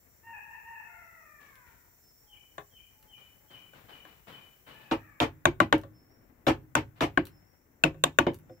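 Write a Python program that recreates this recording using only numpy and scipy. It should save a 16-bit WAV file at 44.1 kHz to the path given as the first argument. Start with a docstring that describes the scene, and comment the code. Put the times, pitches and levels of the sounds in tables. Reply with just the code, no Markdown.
"""A carver drives a chisel through a wooden board in three bursts of mallet blows, under an open roof.
Each blow is a crack of ringing tool modes, a tear of random fibre snaps and a thump of board modes.
Chips snap off now and then; filtered noise makes the scuffs of the shifted tool and the rubbing edge.
Outside, a rooster crows in throat-shaped harmonics, birds call in gliding tones,
and filtered noise makes air, hiss and insects."""
import sys
import numpy as np
from scipy import signal
from scipy.fft import rfft, irfft
from scipy.io import wavfile
from scipy.ndimage import uniform_filter1d

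SR = 44100
rng = np.random.default_rng(int(sys.argv[2]) if len(sys.argv) > 2 else 0)


def wav_record(signal):
    """Record a signal, one row per channel, as 16-bit PCM in the file named by sys.argv[1]."""
    frames = np.transpose(np.atleast_2d(signal))
    bounded = np.clip(frames, -1, 1)
    # unit amplitude maps onto the largest positive 16-bit level
    quanta = np.round(bounded * 32767).astype(np.int16)
    wavfile.write(sys.argv[1], SR, quanta)


N = 379260
TIME = np.arange(N) / SR
AGE = TIME[:SR * 3 // 5]  # seconds since an event began


def amp(db):
    """Decibels to gain."""
    return 10 ** (np.asarray(db) / 20)


def level(x, db, span_s=None):
    """Scale to an rms level, taken over the first span_s seconds or over all."""
    head = x if span_s is None else x[..., :int(span_s * SR)]
    return x * amp(db) / np.sqrt(np.mean(head ** 2) + 1e-30)


def pan(db):
    """Left and right gains of equal total power for a level difference, left minus right."""
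    gains = amp(np.array([[db], [-db]]) / 2)
    return gains / np.sqrt(np.mean(gains ** 2))


def gain_at(hz, points):
    """Read (Hz, dB) points on a log-frequency axis."""
    f, db = np.transpose(points)
    return amp(np.interp(np.log(hz + 1), np.log(f), db))


def convolve(x, response):
    """Pass a sound through a response and keep its length."""
    size = x.shape[-1]
    return signal.oaconvolve(np.atleast_2d(x), np.atleast_2d(response)[:, :size], axes=1)[:, :size]


def colour(x, points):
    """Minimum-phase filter with the given (Hz, dB) shape, by folding its cepstrum."""
    size = 2048
    cepstrum = irfft(np.log(gain_at(np.arange(size // 2 + 1) * SR / size, points)))
    cepstrum[1:size // 2] *= 2
    cepstrum[size // 2 + 1:] = 0
    return convolve(x, irfft(np.exp(rfft(cepstrum))))


def wander(rate_hz, size=N):
    """Smooth random curve of spread near 1, with rate_hz fresh values a second."""
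    step = max(int(SR / rate_hz), 1)
    held = np.repeat(rng.standard_normal(size // step + 1), step)
    return 1.2 * uniform_filter1d(held, step)[:size]


def noise(size, alike_hz):
    """Stereo noise, alike in both channels below alike_hz."""
    mid, side = rng.standard_normal((2, size))
    side = signal.sosfilt(signal.butter(2, alike_hz, "high", fs=SR, output="sos"), side)
    return np.array([mid + side, mid - side])


def fade(t, t60):
    """Exponential decay by 60 dB in t60 seconds."""
    return np.exp(-np.log(1000) * t / t60)


def space(t60_low, t60_high, alike_hz):
    """One second of diffuse echoes, unit energy per channel; bass and treble die at their own rates."""
    t = TIME[:SR]
    echoes = noise(len(t), alike_hz)
    low = signal.sosfilt(signal.butter(2, 1500, fs=SR, output="sos"), echoes)
    high = signal.sosfilt(signal.butter(2, 1500, "high", fs=SR, output="sos"), echoes)
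    response = low * fade(t, t60_low) - high * fade(t, t60_high)
    return response / np.sqrt(np.sum(response ** 2) / 2)


def add(out, start_s, sound):
    """Mix a sound in at a given time."""
    i = max(int(start_s * SR), 0)
    out[:, i:i + sound.shape[-1]] += sound[..., :max(N - i, 0)]


def outdoors(air_db=-67.5, hiss_db=-3.0):
    """Filtered noise: low air that drifts, thin insect bands, a hiss that sinks once the blows begin."""
    # Spectra. Each row: frequency in Hz, relative density in dB.
    air_shape = [(15, -23.5), (40, 2), (99, 3), (200, -6.5), (400, -10), (850, -15.5), (1200, -19),
                 (2050, -17), (3400, -36.5), (5000, -43), (16000, -46)]
    hiss_shape = [(3000, -22), (5000, -17.5), (8500, -15), (10400, -17), (12500, -9), (14800, -3.5),
                  (15500, 0), (16000, -19.5)]
    # Each row: time in s, hiss level in dB before the hiss_db offset.
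    hiss_level = [(0, -62.5), (2.5, -62), (4.8, -62.5), (5.3, -69.5), (8.6, -71)]
    # Each row: centre in Hz, width in Hz, level in dB before swell and flutter.
    insect_bands = [(5820, 590, -80.5), (7280, 490, -79)]
    # Each row: time in s, insect gain in dB.
    insect_swell = [(0, 3.5), (2.8, 3.5), (3.2, 2), (4.9, -2), (5.6, -10), (8.6, -3)]

    air_drift = amp(0.71 * wander(2.0) + 2.0 * wander(57))
    air = level(colour(noise(N, 420), air_shape), air_db) * air_drift * pan(11.0)

    hiss_gain = amp(np.interp(TIME, *np.transpose(hiss_level)))
    hiss = level(colour(noise(N, 300), hiss_shape), hiss_db) * hiss_gain * pan(2.9)

    insects = 0
    for hz, width_hz, db in insect_bands:
        shape = [(hz - 2 * width_hz, -45), (hz - width_hz / 2, -5), (hz, 0),
                 (hz + width_hz / 2, -5), (hz + 2 * width_hz, -45)]
        band = colour(noise(N, 300), shape)
        insects = insects + level(band, db) * amp(1.3 * wander(40))
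    swell = amp(np.interp(TIME, *np.transpose(insect_swell)))
    return air + hiss + insects * swell * pan(-14.0)


def crow_note(hz, db, rough, tilt_db, beak_hz, jitter=.04, rasp_db=-21, waver=.006):
    """Harmonics and rasp through throat and beak; roughness shakes both pitch and level."""
    # Throat resonance. Each row: frequency in Hz, gain in dB.
    throat = [(450, -26), (700, -12.5), (920, -3), (1150, -8), (1350, -6), (1650, -3.5), (1950, -5),
              (2200, -4.5), (2600, -4.5), (2800, -17.5), (2980, -28.5), (3700, -40)]
    attack_s, release_s = 0.066, 0.013
    t = TIME[:len(hz)]
    gate = np.clip(np.minimum(t / attack_s, (t[-1] - t) / release_s), 0, 1)
    hz = hz * (1 + jitter * rough * wander(160, len(t)) + waver * wander(25, len(t)))
    phase = 2 * np.pi * np.cumsum(hz) / SR
    tone = 0
    for k in range(1, 7):
        beak = 1 / (1 + (k * hz / beak_hz) ** 20)  # shuts out harmonics above beak_hz
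        tilt = amp(tilt_db * np.log2(k))  # tilt_db per octave
        tone = tone + gain_at(k * hz, throat) * tilt * beak * np.sin(k * phase)
    breath = colour(rng.standard_normal(len(t)), throat + [(6000, -66.5)])
    rasp = 2 * rough * level(breath, rasp_db)  # rasp_db holds at roughness 0.5
    return (tone + rasp) * gate * amp(db + 4 * rough * wander(200, len(t)))


def rooster(yard, direct=0.71, echo=1.0, tire_db=-7):
    """A far, harsh crow: arched syllables, then a break to a lower pitch that sinks; echo outweighs it."""
    # Held notes. Each row: start in s, length in s, nominal top pitch in Hz, source level in dB at the top.
    syllables = [(.225, 0.18, 919.7, -44.5), (0.462, 0.14, 928.5, -45.5), (0.619, 0.24, 930, -45),
                 (4.7, 0.26, 875, -60)]
    # Closing notes. Each row: start in s, length in s, nominal first and last pitch in Hz,
    # source level in dB at the start.
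    sinks = [(0.828, 0.9, 726.7, 435.4, -53), (4.896, .38, 682, 442, -58)]
    droop, crest = 0.11, .38  # share of pitch lost by the end; share of the length at the top pitch
    rough_start, rough_end = .25, 1
    plunge, sink_fade_db = 0.28, -11.5  # share of the fall that comes late; level change by the end
    sink_rough, break_rough, break_s = 0.19, .7, 0.26  # steady; extra as the voice breaks; its decay

    voice = np.zeros((1, N))
    for s, length_s, hz, db in syllables:
        u = np.linspace(0, 1, int(length_s * SR))
        slack = ((u - crest) / (1 - crest)) ** 2
        rough = np.interp(u, [0, 1], [rough_start, rough_end])
        note = crow_note(hz * (1 - droop * slack), db + tire_db * slack, rough, tilt_db=1.5, beak_hz=3085)
        add(voice, s, note)
    for s, length_s, from_hz, to_hz, db in sinks:
        u = np.linspace(0, 1, int(length_s * SR))
        fallen = (1 - plunge) * u + plunge * u ** 4
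        rough = sink_rough + break_rough * np.exp(-u * length_s / break_s)
        hz = from_hz + (to_hz - from_hz) * fallen
        add(voice, s, crow_note(hz, db + sink_fade_db * u ** 2, rough, tilt_db=0.32, beak_hz=2405))
    return (direct * voice + echo * convolve(voice, yard)) * pan(5.1)


def scuffs():
    """Soft scuffs as the tool is shifted: uneven noise that rises quickly and dies away in a long tail."""
    # Each row: start in s, rms level in dB over the first 0.13 s before panning.
    scuff_events = [(1.40, -63), (1.659, -69), (3.171, -65), (3.5, -58), (3.739, -58.5), (3.882, -55),
                    (4.058, -61.5), (4.268, -51.5), (4.663, -53.5), (4.801, -61), (6.954, -62.5)]
    # Spectrum. Each row: frequency in Hz, gain in dB.
    scuff_shape = [(40, -9), (140, 8), (230, 2.5), (550, 0.5), (1100, -1), (1800, -3), (2700, -5),
                   (4000, -11.5), (6500, -26.5), (9000, -24.5), (14000, -28)]
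    rise_s, t60_s = 0.0083, 0.76
    out = np.zeros((2, N))
    swell = (1 - np.exp(-AGE / rise_s)) * fade(AGE, t60_s)
    for s, db in scuff_events:
        uneven = amp(0.83 * wander(300, len(AGE)))
        scuff = colour(noise(len(AGE), 500) * uneven, scuff_shape)
        add(out, s, level(scuff * swell, db, 0.13))
    return out * pan(5.5)


def fibres(cut_s, per_s=2500, spread_db=4):
    """Fibres snap one after another, as random pulses, for as long as the edge advances."""
    snaps = (rng.random(len(AGE)) < per_s / SR) * rng.choice([-1, 1], len(AGE))
    size = amp(spread_db * np.minimum(rng.exponential(size=len(AGE)), 3))
    return snaps * size * np.exp(-(AGE / cut_s) ** 3)


def chips(roof):
    """Chips snap off: very short flurries of fibre snaps, echoed by the roof."""
    # Each row: start in s, rms level in dB over the first 3.8 ms.
    chip_events = [(1.555, -58), (3.027, -57.5), (5.781, -51), (5.814, -57), (7.254, -45), (7.269, -47),
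                   (8.336, -56), (8.344, -49), (8.388, -58)]
    shape = [(800, -3), (3000, 1.0), (7000, -8), (14000, -1)]  # (Hz, dB)
    out = np.zeros((2, N))
    for s, db in chip_events:
        snaps = fibres(0.0017)
        echoed = snaps + 1.04 * convolve(snaps, roof)
        add(out, s, level(colour(echoed, shape), db, 0.0038))
    return out


def birds(yard, whistle_s=0.27, whistle_hz=5320, lift_hz=380, hoot_s=0.22, chirp_direct=0.59, chirp_echo=0.74):
    """Gliding tones: a falling chirp with a soft lower ending, a thin rising whistle, a faint far hoot."""
    # Each row: start in s, starting pitch in Hz, relative level in dB.
    chirp_events = [(2.265, 3290, -49.5), (2.70, 3290, -50), (3.07, 3200, -46.5), (3.477, 3260, -45.5),
                    (3.867, 3120, -46), (4.275, 3260, -46.5), (4.644, 3110, -50)]
    # Each row: start in s, relative level in dB.
    whistle_events = [(2.001, -68), (5.919, -69.5), (7.3, -71), (8.48, -74)]
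    # Each row: start in s, pitch in Hz, relative level in dB.
    hoot_events = [(2.22, 842, -72.5), (2.92, 863, -73.5), (3.38, 854, -75.5)]
    chirp_s, chirp_end_hz, chirp_husk = .1, 2903, .018
    accent, lead_in = 0.7, 0.24  # share of the length at which the note peaks; relative strength before that
    ending_hz, ending_fall_hz, ending_db, ending_delay_s = 2470, 108, -11.5, .062
    chirps, whistles, hoots = np.zeros((3, 1, N))

    def note(hz, husk):
        """A tone whose pitch trembles by the fraction husk."""
        return np.sin(2 * np.pi * np.cumsum(hz * (1 + husk * wander(300, len(hz)))) / SR)

    u = np.linspace(0, 1, int(chirp_s * SR))
    swell = 1.4 * np.interp(u / accent, [0, .5, .75, 1, 1 / accent], [0, lead_in, lead_in, 1, 0])
    for s, from_hz, db in chirp_events:
        fall = note(from_hz + (chirp_end_hz - from_hz) * u, chirp_husk)
        add(chirps, s, amp(db) * swell * fall)
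        ending = np.sin(np.pi * u) * note(ending_hz - ending_fall_hz * u, 0.024)
        add(chirps, s + ending_delay_s, amp(db + ending_db) * ending)

    u = np.linspace(0, 1, int(whistle_s * SR))
    for s, db in whistle_events:
        swell = np.interp(u, [0, .2, .5, .75, 1], [0, 1.9, 0.4, 1.6, 0.038])
        swell = swell * amp(2.1 * wander(45, len(u)))
        add(whistles, s, amp(db) * swell * note(whistle_hz + lift_hz * u ** 3, 0.0048))

    u = np.linspace(0, 1, int(hoot_s * SR))
    for s, hz, db in hoot_events:
        add(hoots, s, amp(db) * np.sin(np.pi * u) * note(np.full(len(u), hz), 0.012))

    trees = space(t60_low=.7, t60_high=.68, alike_hz=400)
    chirps = (chirp_direct * chirps + chirp_echo * convolve(chirps, trees)) * pan(6.0)
    whistles = .6 * (whistles + convolve(whistles, trees)) * pan(-2.0)
    return chirps + whistles + hoots + convolve(hoots, yard)


def crack(part_db, detune=0.017, rebound=0.3, grit=0.4, grit_s=0.0026, port_lag_s=0.000395):
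    """An impact, a kick back and brief grinding ring handle, blade and edge; the left port hears it last."""
    # Tool modes. Each row: nominal frequency in Hz, t60 in s, level in dB within its part,
    # left minus right in dB.
    chisel_modes = [(634, 0.02, -3, 1.5), (805, 0.022, -2, 12.5), (1099.5, 0.028, -0.5, 22),
                    (1501, 0.012, 6.5, 18), (1731, 0.01, -2, -3.5), (2000, 0.012, -11, 9.5),
                    (2666, 0.012, 4, 10.5), (3380, 0.011, 1, -1), (3635, 0.013, -1, -22.5),
                    (4750, 0.0021, -2, -7), (6435, 0.016, -8.5, -4.5), (7050, 0.0031, 2, -8.5),
                    (8470, 0.0059, -9, -19.5), (10200, 0.0037, -18.5, 8.5), (11740, 0.0066, -10.5, -4.5),
                    (14800, 0.0063, -15, -0.5)]
    handle_top_hz, blade_top_hz = 2100, 4300
    age = AGE[:SR // 20]
    t = np.maximum(age - np.array([[port_lag_s], [0]]), 0)
    force = grit * rng.standard_normal(len(age)) * np.exp(-age / grit_s) / 2
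    force[0] += 1
    force[int(rng.uniform(.0012, .0022) * SR)] += rebound
    parts = np.zeros((3,) + t.shape)
    for hz, t60, db, side_db in chisel_modes:
        pitch = hz * (1 + detune * rng.standard_normal())
        onset = 1 - np.exp(-t * hz * 2)  # time constant of half a cycle
        mode = np.sin(2 * np.pi * pitch * t) * fade(t, t60) * onset
        parts[np.searchsorted([handle_top_hz, blade_top_hz], hz)] += amp(db) * pan(side_db) * mode
    return sum(level(convolve(part, force), db, .006) for part, db in zip(parts, part_db))


def thump(cut_s, main_hz, main_db, roof, main_t60=0.17, scatter_db=3.5, detune=0.025,
          rattle_db=-2.0, rise=0.59, port_turns=0.016):
    """The push of the cut swells the board's modes and rattles the bench; rattle_db is against the ring."""
    # Board modes. Each row: nominal frequency in Hz, t60 in s before damping, mean relative level in dB.
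    board_modes = [(47.5, 0.43, -25.5), (72, 0.35, -16.5), (99, 0.43, -17), (129, 0.21, -8),
                   (148.8, 0.2, -12), (180, 0.15, -11.5), (266, 0.1, -9.5), (353, 0.15, -4),
                   (403.6, 0.3, -19), (542.6, 0.18, -8.5), (627, 0.12, -5.5), (741, 0.091, -3.5)]
    # Rattle spectrum. Each row: frequency in Hz, gain in dB.
    bench_shape = [(20, -37.5), (50, -8.5), (135, 2), (200, -2), (330, 9.5), (430, -6.5), (600, -14.5),
                   (1200, -64)]
    damping = 1.105  # the blade wedged in the wood shortens every ring by this factor
    modes = []
    for hz, t60, db in board_modes:
        pitch = hz * (1 + detune * rng.standard_normal())
        modes.append((pitch, t60, db + scatter_db * rng.standard_normal()))
    ring = 0
    for hz, t60, db in modes + [(main_hz, main_t60, main_db)]:
        # each mode meets the two ports a little apart
        phase = rng.random() + port_turns * rng.standard_normal((2, 1))
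        ring = ring + amp(db) * np.sin(2 * np.pi * (hz * AGE + phase)) * fade(AGE, t60 / damping)
    ring = ring * (1 - np.exp(-(AGE / (rise * cut_s)) ** 2))
    rattle = colour(convolve(fibres(cut_s), roof), bench_shape)
    return level(ring, 0) + level(rattle, rattle_db)


def knocks(roof):
    """The tool touches the board without cutting: a dull tick and a short ring of the wood."""
    # Each row: start in s, handle level of the tick in dB, board level in dB over the first 30 ms,
    # main board mode at that spot in Hz.
    knock_events = [(2.5807, -35, -50.5, 414), (3.734, -53, -72, 327), (4.051, -48.5, -62, 310),
                    (5.835, -47.5, -51, 553), (7.944, -56.5, -54, 535), (8.495, -59, -48, 516)]
    contact_s, mode_db, rattle_db, roof_db = 0.014, 3.5, -9.5, -4.5
    blade_db, edge_db = -12, -21.5  # against the handle
    out = np.zeros((2, N))
    for s, tick_db, board_db, main_hz in knock_events:
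        tick = np.zeros((2, len(AGE)))
        add(tick, 0, crack([tick_db, tick_db + blade_db, tick_db + edge_db]))
        add(out, s, tick + amp(roof_db) * convolve(tick, roof))
        ring = thump(contact_s, main_hz, mode_db, roof, rattle_db=rattle_db)
        add(out, s, level(ring, board_db, 0.03))
    return out


def blows(roof, direct=0.53):
    """Every mallet blow is a crack, a tear and a thump; a longer cut tears and splinters more."""
    # Each row: start in s, handle, blade and edge levels in dB over 6 ms, push on the board in dB over 79 ms,
    # length of the cut in s, main board mode at that spot in Hz.
    blow_events = [(4.912, -31, -36.5, -60, -29, 0.016, 322.5),
                   (5.202, -30, -22.5, -40, -28.5, 0.032, 310.3),
                   (5.4544, -12.5, -20.5, -26.5, -28, .015, 350.7),
                   (5.6021, -12, -28, -36, -27.5, 0.012, 317.5),
                   (5.7256, -13, -24.5, -36, -24.5, 0.0092, 310),
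                   (6.467, -29.5, -32.5, -48, -24.5, 0.025, 316),
                   (6.7521, -17, -26, -27.5, -31, 0.029, 312),
                   (7.007, -29, -32.5, -51.5, -29.5, 0.035, 299.5),
                   (7.1741, -14.5, -40, -45.5, -27.5, 0.0029, 296),
                   (7.8375, -16.5, -12.5, -29.5, -28, 0.016, 309),
                   (8.0384, -16.5, -16.5, -20.5, -37.5, 0.024, 331.6),
                   (8.1867, -11, -18, -26.5, -29, 0.014, 307),
                   (8.2666, -32, -64, -71, -27.5, 0.0037, 357.3)]
    # Spectra of tearing fibres and splinters. Each row: frequency in Hz, gain in dB.
    tear_shape = [(200, -19.5), (450, 2), (620, 3.5), (800, -0.5), (930, -1), (1100, -4.5), (1600, -9),
                  (2100, -8), (2500, -6.5), (3100, -9.5), (3700, -17.5), (4600, -27.5), (9000, -56.5)]
    splinter_shape = [(2000, -42), (4300, 0), (5600, 1), (7200, -1.5), (8600, -6.5), (10200, -10.5),
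                      (12300, -7), (16000, -14.5)]
    usual_cut_s, usual_push_db = 0.021, -26
    tear_rel_db, tear_db_per_doubling = -3.5, 3  # against the push; per doubling of the cut length
    splinter_rel_db, splinter_db_per_doubling = -22.5, 6.5
    main_mode_db, main_mode_growth = 4, 0.65  # at a usual push; dB per dB of push

    out, cracks = np.zeros((2, 2, N))
    for s, handle_db, blade_db, edge_db, push_db, cut_s, main_hz in blow_events:
        doublings = np.log2(cut_s / usual_cut_s)
        tear_db = push_db + tear_rel_db + tear_db_per_doubling * doublings
        splinter_db = push_db + splinter_rel_db + splinter_db_per_doubling * doublings
        main_db = main_mode_db + main_mode_growth * (push_db - usual_push_db)
        add(cracks, s, crack([handle_db, blade_db, edge_db]))
        snaps = fibres(cut_s)
        torn = direct * snaps + convolve(snaps, roof)
        add(out, s, level(colour(torn, tear_shape) * pan(1.5), tear_db, 0.13))
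        add(out, s, level(colour(torn, splinter_shape) * pan(-3.5), splinter_db, 0.077))
        add(out, s, level(thump(cut_s, main_hz, main_db, roof), push_db, 0.079))
    return out + cracks + amp(-20) * convolve(cracks, roof)


def carving(late_db=-27):
    """Chips, knocks and blows share a brief roof echo; a longer yard echo is strongest near 100 Hz."""
    roof = space(t60_low=0.15, t60_high=0.13, alike_hz=563)
    bench = chips(roof) + knocks(roof) + blows(roof)
    tail = convolve(bench, space(t60_low=0.89, t60_high=0.23, alike_hz=250))
    late = colour(tail, [(40, -6.5), (100, 15), (200, 6.5), (350, -11.0), (1000, -17.5), (8000, -3)])
    return bench + amp(late_db) * late


def bedding(uneven_db=-2.0):
    """The edge is bedded for the next cut: dull, uneven noise; each rub swells and sinks."""
    # Each row: start in s, length in s, rms level in dB before panning.
    bedding_events = [(5.852, 0.89, -65), (7.579, 0.4, -67), (8.392, 0.15, -65)]
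    # Spectrum. Each row: frequency in Hz, gain in dB.
    bedding_shape = [(40, -3.5), (100, 4.5), (170, -4.5), (260, 4.5), (420, -5.5), (900, -15.5),
                     (1900, -21), (3200, -37), (8000, -54)]
    out = np.zeros((2, N))
    for s, length_s, db in bedding_events:
        size = int(length_s * SR)
        rub = colour(noise(size, 500), bedding_shape) * amp(uneven_db * wander(25, size))
        swell = np.sin(np.linspace(0, np.pi, size)).clip(0) ** .5
        add(out, s, level(rub * swell, db))
    return out * pan(2.5)


def scene():
    """The bench close by, the yard beyond."""
    yard = space(t60_low=1.05, t60_high=1.0, alike_hz=400)
    return outdoors() + rooster(yard) + scuffs() + carving() + birds(yard) + bedding()


def record(dry):
    """The recorder rounds the tallest peaks and cuts the top."""
    top_hz = 15700
    rounded = dry / (1 + dry ** 4) ** (1 / 4)
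    return signal.sosfilt(signal.ellip(10, .2, 80, top_hz, fs=SR, output="sos"), rounded)


dry = scene()
out = record(dry)
wav_record(out)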